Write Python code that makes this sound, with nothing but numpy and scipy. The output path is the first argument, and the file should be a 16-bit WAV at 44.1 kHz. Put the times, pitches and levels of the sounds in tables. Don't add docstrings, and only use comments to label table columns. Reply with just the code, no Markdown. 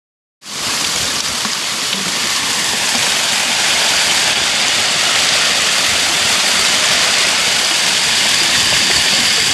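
import sys
import numpy as np
from scipy import signal
from scipy.fft import rfft, irfft, next_fast_len
from scipy.io import wavfile
from scipy.ndimage import uniform_filter1d, minimum_filter1d

SR = 44100
rng = np.random.default_rng(int(sys.argv[2]) if len(sys.argv) > 2 else 0)


def log_audio(samples):
    frames = np.atleast_2d(samples).T
    limited = np.clip(frames, -1, 1)
    pcm = np.round(limited * 32767).astype(np.int16)
    wavfile.write(sys.argv[1], SR, pcm)


N = 420273

# t/s, level/dB
STORM_CURVE = [(1.15, -18.5), (1.3, -20), (2.0, -20), (2.25, -18), (2.8, -18.5), (3.1, -16.5), (3.5, -17),
               (3.65, -15), (4.26, -15), (4.31, -14.5), (4.35, -15.5), (5.05, -16), (5.3, -14.5),
               (6.0, -16), (6.95, -14), (7.65, -15.5), (8.3, -14), (9.2, -13), (9.53, -14)]
# t/s, share of the open roar/0-1
OPENNESS_CURVE = [(0.5, 0), (2.1, 0.04), (3.2, 0.24)]
# t/s, level/dB
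SIZZLE_CURVE = [(1.1, -24.5), (1.5, -28), (2.0, -26.5), (2.4, -24.5), (4.15, -24), (4.4, -27), (4.9, -28),
                (5.4, -26), (6.5, -23), (7.1, -26), (8.4, -24.5), (9.5, -24)]
# f/Hz, level/dB
LAWN_EQ = [(700, -17.5), (1300, -13.5), (2000, -4.5), (2700, -0.5), (3700, 0), (4080, 0.5), (4600, 2),
           (5400, -1), (6000, -2), (7000, -5), (8000, -16), (11000, -33)]
# f/Hz, level/dB
ROAR_EQ = [(500, -16), (1100, -12.5), (1700, -0.5), (2400, 1.5), (3100, 0), (3650, 1), (3980, -15),
           (4600, -5), (5450, -26), (6800, -12.5), (8000, -3), (10000, -11.5), (14000, -70)]
# f/Hz, level/dB
WASH_EQ = [(200, -23), (420, -6), (620, -1.5), (820, -2), (1100, 0), (1450, -2), (1900, -3.5), (3000, -32),
           (6000, -41)]
# f/Hz, level/dB
SIZZLE_EQ = [(4000, -6), (6500, 0), (7700, 1.5), (8800, -3), (10000, -3.5), (11500, -7), (12700, -14),
             (14500, -47)]
# f/Hz, width/Hz, level/dB
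PELTED_MODES = [(614, 25, -15.5), (1110, 83, -7), (1444, 81, -8.5), (1810, 98, -6.5), (2127, 73, 0.5),
                (2530, 160, -15), (2880, 140, 2.5), (3030, 100, -4.5), (3362, 81, 2), (3715, 52, 1.5),
                (7150, 283, -6), (7800, 330, -13)]
# f/Hz, width/Hz, level/dB
POT_MODES = [(1756, 160, -8.5), (3050, 65, -7), (4590, 200, -2), (4730, 250, -6.5), (4930, 240, -3),
             (7400, 330, -11)]
# t/s, level/dB, f/Hz, t60/s
CRACK_HITS = [(0.8435, -8, 4200, .008), (0.8445, -6, 2900, 0.011), (0.848, -3.5, 3300, 0.0071),
              (0.873, -6, 4500, .014), (0.96, -5, 6700, .008), (0.963, -8, 2700, .012),
              (1.141, -10, 7700, .009), (1.2043, 2, 5700, 0.0093), (1.2052, -1, 3900, .009),
              (1.284, -8, 5870, .014), (1.328, -11, 8100, .012), (1.449, -5, 4300, .012),
              (1.45, -14, 1650, 0.033), (1.517, -11, 6000, .018), (1.5325, -2, 4800, 0.0065),
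              (1.9292, -1.5, 3100, 0.011), (1.9325, -1, 3430, .009), (2.363, 1, 4100, 0.006),
              (2.531, -1, 6900, 0.0032), (4.3575, 4, 3370, 0.0037), (4.683, -2, 6200, 0.0093),
              (5.289, 1, 4740, .013), (5.364, -8, 4080, .012), (6.593, -4, 7500, .009),
              (6.685, -5, 7300, .01), (7.447, -9, 3390, .006), (7.649, -4, 5700, .006),
              (7.965, -2.5, 3760, 0.0055), (8.551, -4.5, 1900, 0.036), (8.629, -4, 7100, .007),
              (8.691, -5.5, 6500, .007), (8.911, -4, 2020, 0.037), (9.083, 1, 2880, 0.015),
              (9.361, -5, 6400, 0.012)]
# t/s, level/dB, f/Hz, t60/s, relative knock level/dB, knock f/Hz
THUD_HITS = [(1.449, -9.5, 215, 0.12, -6.5, 1110), (1.936, -14, 193, 0.18, -15, 700),
             (1.967, -16, 194, 0.19, -16, 700), (1.997, -15.5, 192, 0.21, -13, 700),
             (2.057, -11, 182, 0.15, -13, 706), (2.734, -12, 222, 0.12, -8, 785),
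             (2.947, -9.5, 242, 0.16, -5.5, 810), (7.709, -14.5, 330, 0.14, -7, 710),
             (8.253, -15, 222, 0.065, -4, 700), (8.492, -15, 335, 0.046, -2, 700),
             (8.726, -9, 146, 0.1, -10, 700), (8.722, -6.5, 600, 0.07, -18, 890),
             (8.9, -10, 386, 0.086, -10, 700), (8.981, -14, 160, .06, -8, 700),
             (9.127, -10, 202, .06, -13, 700), (9.376, -14, 445, 0.12, -7, 694)]
# f/multiple of its pitch, level/dB, decay/share of its t60
HOLLOW_MODES = [(1, -2.5, 0.73), (2.0, -15, 0.99), (2.4, -12, 0.54), (2.9, -8, 0.17)]
# t/s, level/dB, f/Hz
PING_HITS = [(0.689, -22, 1095), (1.082, -17, 3700), (3.234, -18, 7000), (3.318, -21, 7400),
             (3.835, -15, 4880), (3.977, -16, 2930), (4.097, -11.5, 3050), (4.122, -20, 6600),
             (5.162, -13.5, 2160), (5.333, -11.5, 4800), (6.265, -20, 2710), (6.659, -17, 3920),
             (7.235, -14, 1950), (8.403, -9.5, 4785), (8.765, -14, 4760), (8.96, -19, 1790)]
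# t/s, half width/s, f/Hz, level/dB
PELTING_SPELLS = [(2.45, 0.48, 1770, -34), (3.6, .45, 2480, -34), (4.5, 0.34, 3410, -28.5),
                  (5.65, .35, 2560, -32), (7.0, .4, 613, -35.5), (8.9, .45, 4720, -35)]
# t/s, delay/ms, strength/0-1
WALL_REFLECTION = [(0.5, 0.81, 0.27), (2.25, 0.88, 0.25), (2.7, 1.1, 0.8), (3.15, 1.29, 0.36),
                   (4.1, 1.26, 0.53), (4.8, 1.4, 0.37), (5.6, 1.57, 0.4), (6.2, 1.4, 0.4),
                   (7.0, 1.54, 0.15), (7.6, 1.3, 0.4), (8.0, 1.24, .45), (8.6, 1.14, 0.5), (9.5, 1.17, 0.4)]
# t/s, level/dB
BREEZE_CURVE = [(1.3, 0), (1.5, -13), (1.85, -17), (2.0, -4), (3.05, 1.5), (3.3, -13), (3.74, -7),
                (3.84, -2), (4.3, 3), (4.95, -0.5), (6.2, 0), (7.05, 1), (7.5, 0), (7.63, -6), (7.8, -15),
                (7.86, -5), (8.3, 6), (9.5, 6)]
# t/s, level/dB
GUST_CUES = [(1.03, -32), (1.31, -35), (5.93, -32), (8.11, -36), (8.34, -35), (8.61, -30), (8.76, -31),
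             (8.98, -30), (9.23, -36)]
# f/Hz, level/dB
DRUMMING_EQ = [(55, -34), (85, -8), (118, -6), (138, 1), (165, -2), (210, 2), (255, 0.5), (305, -4),
               (420, -2.5), (600, -5), (1200, -52)]
# f/Hz, level/dB
WIND_EQ = [(15, -34), (30, -22), (50, -12), (66, -5), (100, -1.5), (150, -10), (300, -13)]
# t/s, depth/dB, half width/s
LEVEL_DIPS = [(1.22, 6.5, 0.013), (4.349, 6.5, 0.013)]

FULL_STORM_DB = -15
LN_1000 = np.log(1000)


def downpour():
    storm_db, sizzle_db = automation(STORM_CURVE) + automation(SIZZLE_CURVE)
    openness, = automation(OPENNESS_CURVE)
    turn = ramp(7.03, 9.14)
    wash_db = -24.5 + (storm_db - FULL_STORM_DB) - 7 * turn
    things_gain = from_db(-11 + 5 * openness + 6.5 * turn)
    pots_gain = from_db(-10 + 9 * turn)

    patter = ticks(impacts(per_s=2600, spread_db=2.5), cycles=18)
    stones = impacts(per_s=240, spread_db=2)
    strays = stray_pings(per_s=300, spread_db=1.5, low_hz=450, high_hz=8242, t60=0.13)
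    fall = hailfall(patter, splash(stones, t60=0.041), tick_db=-7, splash_db=-4.5)
    fall += from_db(-12) * strays
    roar = np.sqrt(1 - openness) * eq(fall, LAWN_EQ) + np.sqrt(openness) * eq(fall, ROAR_EQ)
    wash = hailfall(patter, splash(stones, t60=0.075), tick_db=-5, splash_db=-4)
    wash = eq(wash + from_db(-9) * strays, WASH_EQ)
    sizzle = eq(hailfall(patter, splash(stones, t60=0.16), tick_db=-32, splash_db=2), SIZZLE_EQ)

    things = things_gain * pelted_things(PELTED_MODES, ping_db=0.5, pings_per_s=20, ping_t60=0.13)
    pots = pots_gain * pelted_things(POT_MODES, ping_db=5, pings_per_s=70, ping_t60=0.034)
    roar = (roar + things + pots) / np.sqrt(1 + things_gain ** 2 + pots_gain ** 2)
    return from_db(storm_db - 1.39) * roar + from_db(wash_db) * wash + from_db(sizzle_db) * sizzle


def hailfall(patter, splashes, tick_db, splash_db):
    return rng.standard_normal(N) + from_db(tick_db) * patter + from_db(splash_db) * splashes


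def impacts(per_s, spread_db):
    chance, size = rng.random((2, N))
    at, clicks = np.flatnonzero(chance < per_s / SR), np.zeros(N)
    strength = np.minimum(-np.log(1 - size[at]), 5)
    clicks[at] = from_db(spread_db * strength) * (-1) ** (at % 2)
    return clicks


def ticks(clicks, cycles, count=20):
    dealt = rng.integers(0, count, N)
    pitches_hz = np.geomspace(600, 13000, count)
    return rms_one(sum(hz * ring(clicks * (dealt == k), hz, cycles / hz)
                       for k, hz in enumerate(pitches_hz)))


def splash(clicks, t60):
    pole = np.exp(-2 * LN_1000 / (t60 * SR))
    power = signal.lfilter([1], [1, -pole], clicks ** 2 + 1e-18)
    return rms_one(np.sqrt(power) * rng.standard_normal(N))


def stray_pings(per_s, spread_db, low_hz, high_hz, t60):
    clicks, t = impacts(per_s, spread_db), np.arange(SR // 8) / SR
    hz = low_hz * (high_hz / low_hz) ** rng.random(N)
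    tail, out = decay(t, t60), np.zeros(N + len(t))
    for at in np.flatnonzero(clicks):
        out[at:at + len(t)] += clicks[at] * np.sqrt(hz[at]) * np.sin(2 * np.pi * hz[at] * t) * tail
    return rms_one(out[:N])


def pelted_things(modes, ping_db, pings_per_s, ping_t60):
    out = np.zeros(N)
    for hz, width_hz, db in modes:
        hum = resonance(impacts(per_s=900, spread_db=1.5), hz, width_hz)
        out += from_db(db) * (hum + from_db(ping_db) * pings(hz, width_hz, pings_per_s, ping_t60))
    return rms_one(out)


def pings(hz, width_hz, per_s, t60, count=7):
    clicks, dealt = impacts(per_s, spread_db=2), rng.integers(0, count, N)
    notes = hz + width_hz * np.linspace(-0.5, 0.5, count)
    return rms_one(sum(ring(clicks * (dealt == k), note, t60) for k, note in enumerate(notes)))


def cracks(spray_ratio=1.29):
    out, t = np.zeros(N + SR), np.arange(SR // 20) / SR
    for s, db, hz, t60 in list(CRACK_HITS) + small_stones():
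        tail = decay(t, t60)
        spray_noise, snap_noise = rng.standard_normal((2, len(t)))
        fragments = rms_one(bandpass(spray_noise, hz / spray_ratio, min(hz * spray_ratio, 0.45 * SR)))
        spray = 0.35 * fragments * np.sqrt(tail)
        snap = 0.2 * snap_noise * decay(t, t60=0.0044)
        note = 0.6 * np.sin(2 * np.pi * hz * t) * tail
        at = round(s * SR)
        out[at:at + len(t)] += from_db(db) * (snap + note + spray)
    return bandpass(out[:N], 500, 10000)


def small_stones(per_s=6.2, centre_hz=6660, spread_octaves=0.185, t60=0.0056):
    onsets = np.flatnonzero(rng.random(N) < per_s / SR)
    size, pitch = rng.standard_normal((2, N))
    storm_db, = automation(STORM_CURVE)
    db = -7.5 + 0.36 * (storm_db - FULL_STORM_DB) + 2.5 * size
    return [(at / SR, db[at], centre_hz * 2 ** (spread_octaves * pitch[at]), t60) for at in onsets]


def thuds(attack_s=0.0051):
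    out = np.zeros(N)
    rattle = 0.75 * rms_one(bandpass(rng.standard_normal(N), 450, 1400))
    for s, db, hz, t60, knock_db, knock_hz in THUD_HITS:
        at = round(s * SR)
        t = np.arange(min(SR // 2, N - at)) / SR
        knock = np.sin(2 * np.pi * knock_hz * t) + rattle[at:at + len(t)]
        hit = from_db(knock_db) * knock * decay(t, t60=0.056)
        attack = 1 - np.exp(-t / attack_s)
        for multiple, mode_db, share in HOLLOW_MODES:
            partial = np.sin(2 * np.pi * hz * multiple * t)
            hit += from_db(mode_db) * attack * partial * decay(t, t60 * share)
        out[at:at + len(t)] += from_db(db) * hit
    return low_cut(out, hz=130, order=4)


def loud_pings():
    out = np.zeros(N)
    for s, db, hz in PING_HITS:
        click = np.zeros(N)
        click[round(s * SR)] = from_db(db)
        out += ring(click, hz, t60=0.097)
    return out


def pelting_spells(width_hz=60):
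    out = np.zeros(N)
    for s, half_width_s, hz, db in PELTING_SPELLS:
        ringing = pelted_things([(hz, width_hz, 0)], ping_db=4, pings_per_s=60, ping_t60=0.095)
        out += from_db(db) * swell(s, half_width_s) * ringing
    return out


def off_the_wall(x, second_bounce=0.09):
    delay_ms, strength = automation(WALL_REFLECTION)
    wall_band = signal.butter(1, [250, 1360], "band", fs=SR, output="sos")
    dull = signal.sosfiltfilt(wall_band, x)
    n, lag = np.arange(N), delay_ms * SR / 1000
    late = np.interp(n - lag, n, dull) + second_bounce * np.interp(n - 2 * lag, n, dull)
    return x + strength * late


def wind_rumble():
    breeze_db, = automation(BREEZE_CURVE)
    drumming = eq(splash(impacts(per_s=480, spread_db=0.35), t60=0.051), DRUMMING_EQ)
    buffeting = eq(splash(impacts(per_s=26, spread_db=1.5), t60=0.14), WIND_EQ)
    hollow_hum = from_db(-5.5) * low_cut(pings(hz=440.2, width_hz=516, per_s=32, t60=0.2, count=11))
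    gust_gain = sum(from_db(db) * swell(s, half_width_s=0.049) for s, db in GUST_CUES)
    gusts = gust_gain * eq(rng.standard_normal(N), WIND_EQ)
    driven_stones = from_db(-32.5 + 0.2 * breeze_db) * (drumming + hollow_hum)
    return driven_stones + from_db(-43.5 + breeze_db) * buffeting + gusts


def ring(clicks, hz, t60):
    r, w = np.exp(-LN_1000 / (t60 * SR)), 2 * np.pi * min(hz, 0.45 * SR) / SR
    return signal.lfilter([0, np.sin(w)], [1, -2 * r * np.cos(w), r * r], clicks + 1e-18)


def resonance(x, hz, width_hz):
    r = np.exp(-np.pi * width_hz / np.sqrt(np.sqrt(2) - 1) / SR)
    section = [1 - r, 0, r - 1, 1, -2 * r * np.cos(2 * np.pi * hz / SR), r * r]
    return rms_one(signal.sosfilt([section, section], x + 1e-18))


def eq(x, curve):
    hz, db = np.transpose(curve)
    size = next_fast_len(N, real=True)
    bins_hz = np.maximum(np.arange(size // 2 + 1) * SR / size, 1)
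    gain_db = np.interp(np.log(bins_hz), np.log(hz), db, left=-90, right=-90)
    return rms_one(irfft(rfft(x, size) * from_db(gain_db), size)[:N])


def bandpass(x, low_hz, high_hz):
    return signal.sosfilt(signal.butter(2, [low_hz, high_hz], "band", fs=SR, output="sos"), x)


def low_cut(x, hz=140, order=3):
    return signal.sosfilt(signal.butter(order, hz, "high", fs=SR, output="sos"), x)


def automation(rows):
    s, *columns = np.transpose(rows)
    return [np.interp(np.arange(N) / SR, s, column) for column in columns]


def decay(t, t60):
    return np.exp(-LN_1000 * t / t60)


def ramp(start_s, end_s):
    return np.clip((np.arange(N) / SR - start_s) / (end_s - start_s), 0, 1)


def swell(s, half_width_s):
    return np.exp(-((np.arange(N) / SR - s) / half_width_s) ** 2)


def from_db(db):
    return 10 ** (np.asarray(db) / 20)


def rms_one(x):
    return x / np.sqrt(np.mean(x ** 2) + 1e-20)


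def scene():
    hail = low_cut(downpour() + pelting_spells() + loud_pings())
    mono = off_the_wall(hail) + wind_rumble() + thuds() + cracks()
    return np.stack([mono, mono])


def record(dry, ceiling=0.95, high_cut_hz=15200):
    dip_db = sum(depth * swell(s, half_width_s) for s, depth, half_width_s in LEVEL_DIPS)
    faded = dry * ramp(0.41, 0.68) * from_db(-dip_db)
    needed_gain = ceiling / np.maximum(np.abs(faded), ceiling)
    limiter_gain = uniform_filter1d(minimum_filter1d(needed_gain, size=33), size=33)
    return signal.sosfilt(signal.cheby2(16, 70, high_cut_hz, fs=SR, output="sos"), faded * limiter_gain)


dry = scene()
out = record(dry)
log_audio(out)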